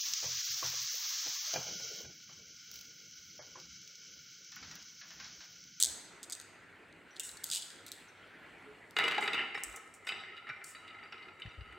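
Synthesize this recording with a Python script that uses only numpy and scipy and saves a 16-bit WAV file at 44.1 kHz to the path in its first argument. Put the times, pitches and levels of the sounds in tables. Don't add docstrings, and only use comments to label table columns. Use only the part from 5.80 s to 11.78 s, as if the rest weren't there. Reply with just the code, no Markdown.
import sys
import numpy as np
from scipy import signal
from scipy.fft import rfft, irfft
from scipy.io import wavfile
from scipy.ndimage import uniform_filter1d

SR = 44100
rng = np.random.default_rng(int(sys.argv[2]) if len(sys.argv) > 2 else 0)


def inscribe(sig):
    pcm = np.round(np.clip(np.atleast_2d(sig).T, -1, 1) * 32767)
    wavfile.write(sys.argv[1], SR, pcm.astype(np.int16))


def voltage_ratio(decibels):
    exponent = np.asarray(decibels, float) / 20
    return 10 ** exponent


N = 263718

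# start in seconds, peak in dB, hardness as treble in dB.
DROPS = [(3.1655, -22, -6), (3.1872, -22.5, -5.5), (3.1972, -24.5, -8), (3.238, -29, -2.5),
         (3.2495, -31.5, -4), (3.2795, -24, -4), (3.311, -31.5, 1), (3.3189, -32, -5.5), (3.3459, -30, -7),
         (3.3801, -26, -9), (3.4254, -25.5, -12), (3.4576, -38, -4), (3.4765, -26.5, -4),
         (3.5318, -29.5, -2), (3.5438, -27.5, -5.5), (3.5927, -26, -20), (3.6431, -40.5, -22),
         (3.7111, -52, -12), (3.7444, -33.5, -12), (3.7504, -33, -12), (3.7757, -32.5, -12),
         (3.9399, -38.5, -22), (3.9714, -38.5, -22)]
# start in seconds, peak in dB, hardness as treble in dB.
RIDGE_HITS = [(4.2697, -30, -7), (4.2891, -29.5, -4), (4.32, -33.5, -4.5), (4.3584, -41.5, -3),
              (4.398, -49.5, -4), (4.4364, -37, -17), (4.531, -50.5, -21), (4.566, -46, -1.5),
              (4.576, -43, -4), (4.669, -37, -15), (4.679, -40, -12), (4.6902, -33.5, -13),
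              (4.6976, -29, -23.5), (4.8149, -39, -35), (4.949, -42.5, -8), (5.0486, -47, -18),
              (5.078, -47, -1), (5.102, -47.5, -7.5), (5.1459, -45, -15), (5.1873, -47, -21),
              (5.2282, -40.5, -19), (5.2345, -50, -4), (5.2536, -43.5, -18), (5.323, -36.5, -9.5),
              (5.3412, -41, -10), (5.3784, -51, -4), (5.422, -56, 4), (5.483, -45.5, -6.5),
              (5.5967, -42.5, -13), (5.619, -41.5, -5), (5.66, -44, -9), (5.6887, -51, -10),
              (5.7091, -49.5, -5), (5.74, -46.5, -13), (5.769, -56.5, -19), (5.8079, -44.5, -9.5),
              (5.8583, -52, -12), (5.907, -51, -12), (5.9238, -44, -15.5)]


def evened(x):
    return x / np.sqrt(np.mean(x ** 2) + 1e-20)


def read(points, hz):
    f, value = np.transpose(points)
    return np.interp(np.log(hz + 1), np.log(f + 1), value)


def over_time(points):
    return np.interp(np.arange(N) / SR, *np.transpose(points))


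def follow(points):
    return voltage_ratio(np.interp(np.arange(N) / SR, *np.transpose(points), -150, -150))


def ring(x, hz, width):
    r = np.exp(-np.pi * width / SR)
    w = 2 * np.pi * hz / SR
    return signal.lfilter([0, np.sin(w)], [1, -2 * r * np.cos(w), r * r], x)


def colour(x, points):
    return irfft(rfft(x) * voltage_ratio(read(points, np.fft.rfftfreq(N, 1 / SR))), N)


def band(x, low_hz, high_hz, order=2):
    edges_hz = [low_hz, min(high_hz, .45 * SR)]
    return signal.sosfilt(signal.butter(order, edges_hz, "bp", fs=SR, output="sos"), x)


def grit(per_s, spread_db):
    sign = rng.choice([-1., 1.], N)
    size = rng.exponential(1, N)
    chance = rng.random(N)
    return sign * voltage_ratio(spread_db * np.minimum(size, 4)) * (chance < per_s / SR)


def wander(count, per_s):
    knots = rng.standard_normal((count, 200))
    return np.array([np.interp(np.arange(N) * per_s / SR, np.arange(200), k) for k in knots])


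def patchy(x, patchy_db):
    z = signal.stft(x, nperseg=512)[2]
    patches = rng.standard_normal(z.shape[1:])
    patches = evened(uniform_filter1d(uniform_filter1d(patches, 5, 0), 8, 1))
    return signal.istft(z * voltage_ratio(patchy_db * patches), nperseg=512)[1][:, :N]


def hush():
    # time in seconds, level in dB.
    hush_level = [(0, -65), (.4, -64), (0.551, -67.5), (1.2, -65), (1.9, -67), (3.1, -63), (3.302, -65),
                  (4.5, -68.5), (5.98, -66.5)]
    # frequency in Hz, density in dB per Hz.
    hush_colour = [(15, -52.5), (25, -41.5), (55, -13.5), (77, -26), (135, -12.5), (280, -6), (422, -5.5),
                   (483, -8.5), (809, -10), (1510, -13), (2040, -8.5), (3700, -31), (4240, -24),
                   (5270, -39.5), (7710, -29.5), (15200, -50), (16500, -66.5)]
    # time in seconds, level in dB.
    draught_level = [
        (0.0, -57.5),
        (0.31, -60.5),
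        (2.27, -60),
        (2.45, -54.5),
        (3.15, -63),
    ]
    # frequency in Hz, width in Hz, level in dB.
    hums = [
        (99, 19, -75.5),
        (161.4, 3.8, -79.5),
    ]
    # frequency in Hz, left-right coherence from 0 to 1.
    likeness = [(60, 0.92), (240, 0.94), (950, 0.93), (3770, 0.93), (15000, 0.99)]
    a, b = rfft(rng.standard_normal((2, N)))
    same = np.clip(read(likeness, np.fft.rfftfreq(N, 1 / SR)), -1, 1)
    pair = irfft([a, same * a + np.sqrt(1 - same ** 2) * b], N)
    air = evened(colour(pair, hush_colour)) * voltage_ratio(over_time(hush_level) + 4.5)
    draught = colour(pair[:, ::-1], [(900, -54.5), (1350, 0.0), (2200, -5.0), (2900, -9.0),
                                     (4500, -22.5), (9000, -42.5)])
    air += evened(draught) * follow(draught_level) * voltage_ratio(-2.5)
    hum = sum(voltage_ratio(db) * evened(ring(ring(pair, hz, w), hz, w)) for hz, w, db in hums)
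    return patchy(air + hum, patchy_db=2) * voltage_ratio(.6 * wander(count=1, per_s=8.3))


def bumps():
    # start in seconds, level in dB, frequency in Hz, length in seconds.
    pushes = [
        (0.01, -60.5, 69.6, 0.17),
        (1.505, -63, 45, 0.051),
        (2.834, -50.5, 424.4, 0.13),
        (3.815, -55.5, 51.3, 0.15),
        (4.68, -54.5, 135, 0.053),
        (5.65, -37, 94.6, 0.013),
        (5.659, -42.5, 99, 0.03),
        (5.77, -38.5, 66.3, 0.035),
        (5.804, -38.5, 72, 0.023),
        (5.832, -57, 62.8, 0.15),
    ]
    out = np.zeros(N)
    for s, db, hz, length in pushes:
        t = np.arange(round(length * SR)) / SR
        push = voltage_ratio(db) * np.sin(2 * np.pi * hz * t) * np.hanning(len(t)) ** 1.48
        part = out[round(s * SR):][:len(t)]
        part += push[:len(part)]
    return out


def room(x, build_s=0.016):
    # frequency in Hz, reverberation time t60 in seconds.
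    decay = [(300, 0.8), (1500, 1), (4000, 0.92), (8000, 0.69), (14000, 0.51)]
    taps = np.zeros((2, SR // 2))
    at = np.arange(60, SR // 2 - 20, 10) + rng.integers(0, 10, (2, (SR // 2 - 71) // 10))
    np.put_along_axis(taps, at, rng.choice([-1., 1.], at.shape), 1)
    taps = taps[0] + 0.4 * taps[1] * np.array([[1], [-1]])
    hz, t, z = signal.stft(taps, SR, nperseg=128)
    z = z * voltage_ratio(-60 * t / read(decay, hz)[:, None]) * (1 - 0.026 * np.exp(-t / build_s))
    tail = signal.istft(z, SR, nperseg=128)[1]
    return signal.fftconvolve(x[None], tail / np.linalg.norm(tail[0]), axes=1)[:, :N]


def shine(sway_db=5.0):
    # time in seconds, level in dB.
    shine_level = [(3.16, -75), (3.17, -53), (3.22, -55), (3.3, -55), (3.37, -65), (3.5, -60), (3.54, -62),
                   (3.65, -73), (3.74, -83), (4.265, -88), (4.275, -52), (4.33, -57), (4.42, -62),
                   (4.5, -82), (4.9, -80), (5.3, -77.5), (5.65, -77), (5.98, -82)]
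    # frequency in Hz, width in Hz, level in dB.
    high_modes = [(3600, 100, 4), (3855, 90, 7.5), (4580, 100, -2), (4870, 93, -2), (5460, 170, -7),
                  (5860, 70, -2.5), (6830, 92, -17), (7340, 90, -9), (7900, 140, -3.5), (9280, 180, -29.5),
                  (10650, 250, -28)]
    grain = grit(per_s=2600, spread_db=2.5)
    sway = wander(count=len(high_modes), per_s=22)
    total = np.zeros(N)
    for k, (hz, w, db) in enumerate(high_modes):
        mode = ring(ring(grain, hz, w), hz, 1.5 * w)
        total += voltage_ratio(db + sway_db * sway[k]) * evened(mode)
    return follow(shine_level) * evened(total)


def sing():
    # time in seconds, level in dB.
    song_level = [(3.16, -64), (3.2, -38.5), (3.35, -46.5), (3.5, -48), (3.59, -34.5), (3.7, -56),
                  (3.85, -57.5), (4.2, -64.5), (4.3, -54), (4.55, -56), (4.8, -61), (5.1, -58),
                  (5.3, -59.5), (5.55, -58.5), (5.7, -60), (5.98, -56)]
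    # frequency in Hz, width in Hz, level in dB.
    strong_modes = [(1295, 32, -1), (1371, 46, -2.5), (2064, 148, 1.5), (2858, 210, -5), (3870, 45, -19),
                    (4620, 63, -24.5), (381.5, 35, -11)]
    grain = grit(per_s=3000, spread_db=3.5)
    sway = wander(count=len(strong_modes), per_s=10)
    total = np.zeros(N)
    for k, (hz, w, db) in enumerate(strong_modes):
        mode = ring(ring(grain, hz, 1.4 * w), hz, 1.4 * w)
        total += voltage_ratio(db + 4.8 * sway[k]) * evened(mode)
    return follow(song_level) * evened(total)


def cracks(crack_db=-14, ridge_crack_db=-5.5, t60=0.049):
    s, db, treble_db = np.transpose([*DROPS, *RIDGE_HITS])
    on_ridge = np.arange(len(s)) >= len(DROPS)
    strikes = np.zeros(N)
    strikes[np.round(s * SR).astype(int)] = voltage_ratio(db + treble_db + crack_db + ridge_crack_db * on_ridge)
    level = signal.lfilter([1], [1, -voltage_ratio(-60 / (t60 * SR))], strikes)
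    return colour(level * rng.standard_normal(N), [
        (1500, -27), (3300, 14), (5300, 1), (6300, -1), (6900, 3.5), (7400, -6), (8000, 2),
        (9000, -5), (15000, -15)])


def clinks(waver_db=4, wobble=1.0, rise_s=0.0013):
    # start in seconds, level in dB, frequency in Hz, decay time t60 in seconds.
    single_rings = [(1.308, -62, 5850, .2), (1.364, -46, 4290, .03), (1.397, -34, 2850, 0.02),
                    (1.4, -30.5, 3600, 0.014), (1.402, -53, 2750, .2), (1.403, -51, 3230, .1),
                    (1.431, -52, 2900, 0.24), (1.492, -36.5, 3990, 0.017), (1.571, -49, 4450, 0.039),
                    (1.824, -39, 3290, 0.032), (2.283, -53.5, 6220, .026), (2.287, -56, 5570, 0.027),
                    (2.292, -62, 5900, 0.036), (3.167, -43, 6830, .03), (3.24, -36, 456, 0.13),
                    (3.382, -23, 813, 0.045), (3.749, -33, 2275, 0.059), (3.752, -35.5, 1910, 0.059),
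                    (3.753, -46, 5350, 0.046), (3.871, -50.5, 324, 0.071), (4.272, -46, 5570, .03),
                    (4.289, -48, 4850, .06), (4.29, -35.5, 2980, 0.1), (4.692, -54, 5540, 0.058),
                    (4.843, -43, 4510, .02), (4.952, -52, 4620, .05), (4.956, -54, 3900, 0.27),
                    (5.083, -62, 4600, 0.04), (5.236, -54, 4720, 0.064), (5.322, -52, 5490, .025),
                    (5.325, -59, 4950, 0.1), (5.326, -53, 3600, .05), (5.426, -56.5, 4400, 0.067),
                    (5.47, -50, 370, 0.11), (5.487, -63, 3920, 0.062), (5.619, -37, 3010, 0.032),
                    (5.62, -44.5, 3620, 0.055), (5.62, -54, 4600, .04), (5.69, -65, 5750, .05),
                    (5.81, -62, 3920, .08)]
    out = np.zeros(N)
    t = np.arange(SR // 4) / SR
    waver = wander(count=1, per_s=36)[0]
    for s, db, hz, t60 in single_rings:
        shake = waver[round(hz) * 25 + np.arange(len(t)) * 6] * np.minimum(t / .01, 1)
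        level = voltage_ratio(db - 60 * t / t60 + waver_db * shake) * np.minimum(t / rise_s, 1)
        phase = 2 * np.pi * hz * t + wobble * min(hz / 2500, 1) * shake[::-1]
        part = out[round(s * SR):][:len(t)]
        part += (level * np.sin(phase))[:len(part)]
    return out


def ramp(knock_db=-12, roll_db=-38, place_db=4, drop_blow_s=.002, ridge_blow_s=.005):
    # frequency in Hz, level in dB, decay time t60 in seconds.
    plank_modes = [(244, -25, 0.081), (342, -21, 0.091), (385, -5, 0.06), (411.6, 0, 0.073),
                   (462.3, 1.5, 0.061), (625, -33, 0.036), (813, 6, 0.059), (1063, 6, 0.033),
                   (1243, -9, 0.076), (1294, -8, 0.14), (1369, -6.5, 0.098), (1387, -3.5, 0.043),
                   (1490, -6.5, 0.18), (1643, -8.5, 0.078), (1803, 2.5, 0.039), (2043, 7, 0.0095),
                   (1994, -4, 0.08), (2085, -1.5, 0.081), (2121, 1, 0.019), (2293, -3.5, 0.054),
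                   (2338, -5.5, 0.098), (2444, -18, 0.05), (2493, -9, 0.076), (2570, -5.5, 0.029),
                   (2662, -7.5, 0.08), (2830, -7, 0.065), (2880, -4.5, 0.037), (2919, -6.5, 0.076),
                   (2960, -28, 0.029), (3470, 1, 0.022), (3608, 5, 0.039), (3857, 5.5, 0.033),
                   (3854, 1, 0.048), (4250, -8, 0.016), (4600, 5.5, 0.021), (4850, 1.5, 0.02),
                   (5400, -12, 0.025)]
    # time in seconds, level in dB.
    roll_level = [(3.162, -49), (3.2, -29.5), (3.3, -33), (3.37, -36), (3.46, -36.5), (3.52, -36.5),
                  (3.62, -37), (3.73, -60.5), (3.8, -48), (4.05, -57), (4.261, -58), (4.31, -42.5),
                  (4.5, -56.5), (4.8, -54), (4.951, -61), (5.05, -52), (5.25, -57), (5.45, -53),
                  (5.57, -64), (5.66, -53), (5.8, -69), (5.98, -55.5)]
    part_edges = [1100, 2430, 3250]
    lean_db = -0.18 * (over_time(roll_level) + 50)
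    roll_share_db = (-8 + lean_db, 0, -2, -31 + lean_db)
    grain = follow(roll_level) * evened(grit(per_s=2500, spread_db=2.5))
    place = wander(count=len(plank_modes), per_s=14)
    spot = rng.standard_normal((len(DROPS) + len(RIDGE_HITS), len(plank_modes), 7))
    s, db, hard_db = np.transpose([*DROPS, *RIDGE_HITS])
    dropped = np.arange(len(s)) < len(DROPS)
    blow_s = np.where(dropped, drop_blow_s, ridge_blow_s)[:, None]
    bass_db = np.where(dropped, -9, -18.5)
    knock_share_db = (bass_db, 0, 13 + hard_db, hard_db + 0.5 * ~dropped)
    out = np.zeros(N)
    for k, (hz, mode_db, t60) in enumerate(plank_modes):
        part = np.searchsorted(part_edges, hz)
        drive = grain * voltage_ratio(roll_db + roll_share_db[part] + 2.7 * place[k])
        arrival_s = s[:, None] + blow_s * abs(spot[:, k, 1:4]) * [.3, 1, 2]
        at = np.round(arrival_s * SR).astype(int)
        size = voltage_ratio(db + knock_db + knock_share_db[part] + place_db * np.clip(spot[:, k, 0], -2, 1))
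        drive[at] += size[:, None] * np.sign(spot[:, k, 4:]) * [.7, .6, .4]
        out += voltage_ratio(mode_db) * ring(drive, hz, 2.2 / min(t60, .11, 250 / hz))
    return band(out, 250, 4700)


def cupped(s):
    # time in seconds, hollow share in dB.
    cup = [
        (0, -8),
        (.6, -7.5),
        (1.37, 3.5),
        (1.39, -15),
        (1.63, -7),
        (1.67, -3),
        (2.1, -1.5),
        (3.13, 1),
        (3.2, -23),
    ]
    return np.interp(s, *np.transpose(cup))


def fizz_tails(rise_s=0.00096, hollow_db=-1):
    # start in seconds, level in dB, hold in seconds, decay time t60 in seconds.
    bursts = [(0, -34, 0.0092, 0.23), (.429, -53, .0042, .14), (0.535, -54, .0077, 0.22),
              (1.33, -77, .03, .1), (1.359, -61, 0.014, 0.032), (1.396, -43, .0064, .11),
              (1.433, -47, 0.027, 0.39), (1.636, -51, .0064, .88), (1.718, -40.5, 0.056, 0.11),
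              (1.816, -61, .0078, .39), (2.064, -58, 0.025, 0.067), (2.117, -58, 0.011, 0.5),
              (3.16, -68, .032, 0.82), (3.406, -56.5, .031, 0.23), (3.745, -68, 0.061, .11),
              (3.835, -40.5, 0.0045, 0.054), (3.857, -60, 0.033, 0.58), (3.959, -50, .0044, 0.085),
              (4.139, -58, 0.0054, 0.14), (4.247, -67, 0.0073, 0.043), (4.266, -57, 0.026, 0.083),
              (4.839, -55, 0.074, 0.15), (5.597, -72, .01, .04), (5.923, -74, .008, .04)]
    # frequency in Hz, density in dB per Hz.
    fizz_colour = [(2650, -43), (4500, -16.5), (5560, -6.5), (6100, -9), (7980, 2), (9870, -10),
                   (12300, -17), (15100, -19), (16000, -20.5)]
    ticks = grit(per_s=9000, spread_db=2.5)
    bright = evened(colour(ticks, [(3000, -59.5), *fizz_colour]))
    hollow = evened(band(ticks, 2930, 4640))
    out = np.zeros(N)
    for s, db, lasts, t60 in bursts:
        at = slice(round(s * SR), round((s + 0.51) * SR))
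        t = np.arange(len(out[at])) / SR
        level = voltage_ratio(db - 60 * np.maximum(t - lasts, 0) / t60) * np.minimum(t / rise_s, 1)
        out[at] += level * (bright[at] + voltage_ratio(cupped(s) + hollow_db) * hollow[at])
    return out


def bounces(loss_db=-2.5, top_db=-8, dulls_db=-7.5):
    # start in seconds, peak in dB, first gap in seconds, ratio of successive gaps, contacts.
    runs = [
        (.4308, -32, .0045, .88, 5),
        (.499, -32, .0068, .64, 5),
        (.5232, -25, .0027, .84, 8),
        (1.5712, -37, .0022, 1, 3),
    ]
    contacts = []
    for s, db, gap, share, count in runs:
        for k in range(int(count)):
            worn = k * 5 / count
            contact_s = s + gap * sum(share ** np.arange(k))
            contacts.append((contact_s, db + loss_db * worn, top_db + dulls_db * worn))
    return contacts


def clicks(echo_s=0.00048, echo=0.99):
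    # low edge in Hz, high edge in Hz.
    click_body = [
        (3480, 4960),
        (6100, 8920),
        (10500, 15100),
    ]
    # start in seconds, peak in dB, top sparkle
    # in relative dB.
    palm_clicks = [(.0019, -18, -11), (.0127, -20, -19), (.0262, -8, -9), (.0358, -8, -17),
                   (.0455, -15, -12), (.051, -15, -18), (.0597, -20, -18), (.0706, -25, -19),
                   (.0782, -31, -13), (.089, -30, -15), (.0986, -31, -17), (.1109, -37, -15),
                   (.1172, -36, -12), (.1269, -34, -19), (.5514, -33, -28), (.6002, -32, -13),
                   (.6139, -41, -5), (.6212, -45, -13), (1.1269, -55, -25), (1.3075, -61, -25),
                   (1.3659, -43, -24), (1.3832, -51, -43), (1.3973, -23, -6), (1.4027, -32, -11),
                   (1.4348, -40, -15), (1.4522, -39, -20), (1.4917, -35, -10), (1.5151, -38, -10),
                   (1.6378, -33, -8), (1.6417, -22, 2), (1.6668, -37, -3), (1.6909, -39, -7),
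                   (1.7011, -25, -10), (1.7145, -22, -10), (1.7229, -29, -14), (1.7287, -29, -15),
                   (1.7326, -34, -16), (1.7353, -24, -13), (1.7428, -29, -12), (1.7492, -23, -9),
                   (1.7511, -35, -12), (1.7599, -23, -10), (1.7705, -27, -13), (1.8231, -31, -16),
                   (1.8301, -37, -21), (1.9039, -39, -15), (1.9604, -46, -18), (2.0651, -40, 4),
                   (2.0693, -43, 0), (2.0822, -40, -6), (2.0892, -45, -22), (2.1181, -31, -1),
                   (2.1248, -40, -5), (3.1094, -48, 0)]
    # start in seconds, peak in dB, top sparkle in relative dB.
    far_clicks = [(3.1657, -44, -12), (3.1866, -41, 1), (3.1897, -36, -11), (3.2412, -39, -15),
                  (3.2815, -41, -12), (3.2855, -40, -3), (3.3829, -45, -16), (3.41, -42, -11),
                  (3.4399, -39, -9), (3.4787, -47, -23), (3.5345, -46, -7), (3.7494, -50, -15),
                  (3.782, -52, -20), (3.8363, -25, -8), (3.8718, -50, -17), (3.899, -47, -12),
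                  (3.9276, -43, -15), (3.9628, -36, -9), (4.0775, -53, -26), (4.1402, -46, -15),
                  (4.2705, -45, -11), (4.2885, -44, -6), (4.6903, -60, -20), (4.843, -39, -3),
                  (4.8463, -40, -15), (4.893, -49, -21), (4.9363, -56, -22), (5.0778, -58, -15),
                  (5.3266, -66, -22), (5.6008, -58, -16)]
    rows = [*palm_clicks, *bounces()]
    rows += [(s, db + 3.5, top_db) for s, db, top_db in far_clicks]
    drive = np.zeros((3, N + 200))
    luck = rng.uniform(-0.83, 1, (len(rows), 4))
    for (s, db, top_db), (a, b, c, d) in zip(rows, luck):
        at = max(round((s - .0005) * SR), 0)
        size = voltage_ratio([[db + cupped(s)], [db], [db + top_db]])
        late = at + np.round(echo_s * SR * np.array([0, 1 + .35 * a, 2.2 + .8 * c])).astype(int)
        drive[:, late] += size * [.6, echo * (1 + .2 * b), .4 * d]
    out = np.zeros(N)
    for ticks, (low_hz, high_hz) in zip(drive, click_body):
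        out += band(ticks[:N], low_hz, high_hz, order=3) * SR / (2 * (high_hz - low_hz))
    return voltage_ratio(-2.5) * out


def scene():
    # time in seconds, level in dB.
    click_room = [(0, -13), (0.299, -10), (1.2, -12), (1.7, -9.5), (2.2, -13), (3.15, -7), (3.6, -26),
                  (3.8, -15.5), (4.9, -11)]
    glass = clicks()
    fizz = fizz_tails()
    wood = ramp() + clinks() + cracks() + sing() + shine()
    away = voltage_ratio(over_time(click_room))
    wet = room(away * glass + voltage_ratio(-8.5) * fizz + voltage_ratio(-7.0) * wood)
    tails = patchy(fizz + wet, patchy_db=1.3)
    return glass + wood + tails + hush() + bumps()


def low_pass(x):
    return signal.sosfilt(signal.butter(12, 17010, fs=SR, output="sos"), x)


def record(dry, ports_db=-13, smear_s=.012, self_db=-88):
    # frequency in Hz, difference between the ports in dB.
    port_gap = [(30, 13), (70, 9), (140, -1), (600, 3), (2000, -1), (5000, 0), (9000, 1), (14000, -2)]
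    smear = rng.standard_normal(3000) * np.exp(-np.arange(3000) / (smear_s * SR))
    other = signal.oaconvolve(colour(dry.mean(0), port_gap), smear / np.linalg.norm(smear))[:N]
    other *= np.tanh(2 * wander(count=1, per_s=25)[0])
    ports = dry + voltage_ratio(ports_db) * other * np.array([[1], [-1]])
    ports = ports + voltage_ratio(self_db) * band(rng.standard_normal(N), 13000, 16500)
    ports = signal.sosfilt(signal.butter(4, 42, "hp", fs=SR, output="sos"), ports)
    edge = sum(share * signal.firwin(511, hz, window=("kaiser", 9), fs=SR)[None]
               for hz, share in [(16000, .92), (16900, .08)])
    return low_pass(signal.oaconvolve(ports, edge, "same"))


dry = scene()
out = record(dry)
inscribe(out)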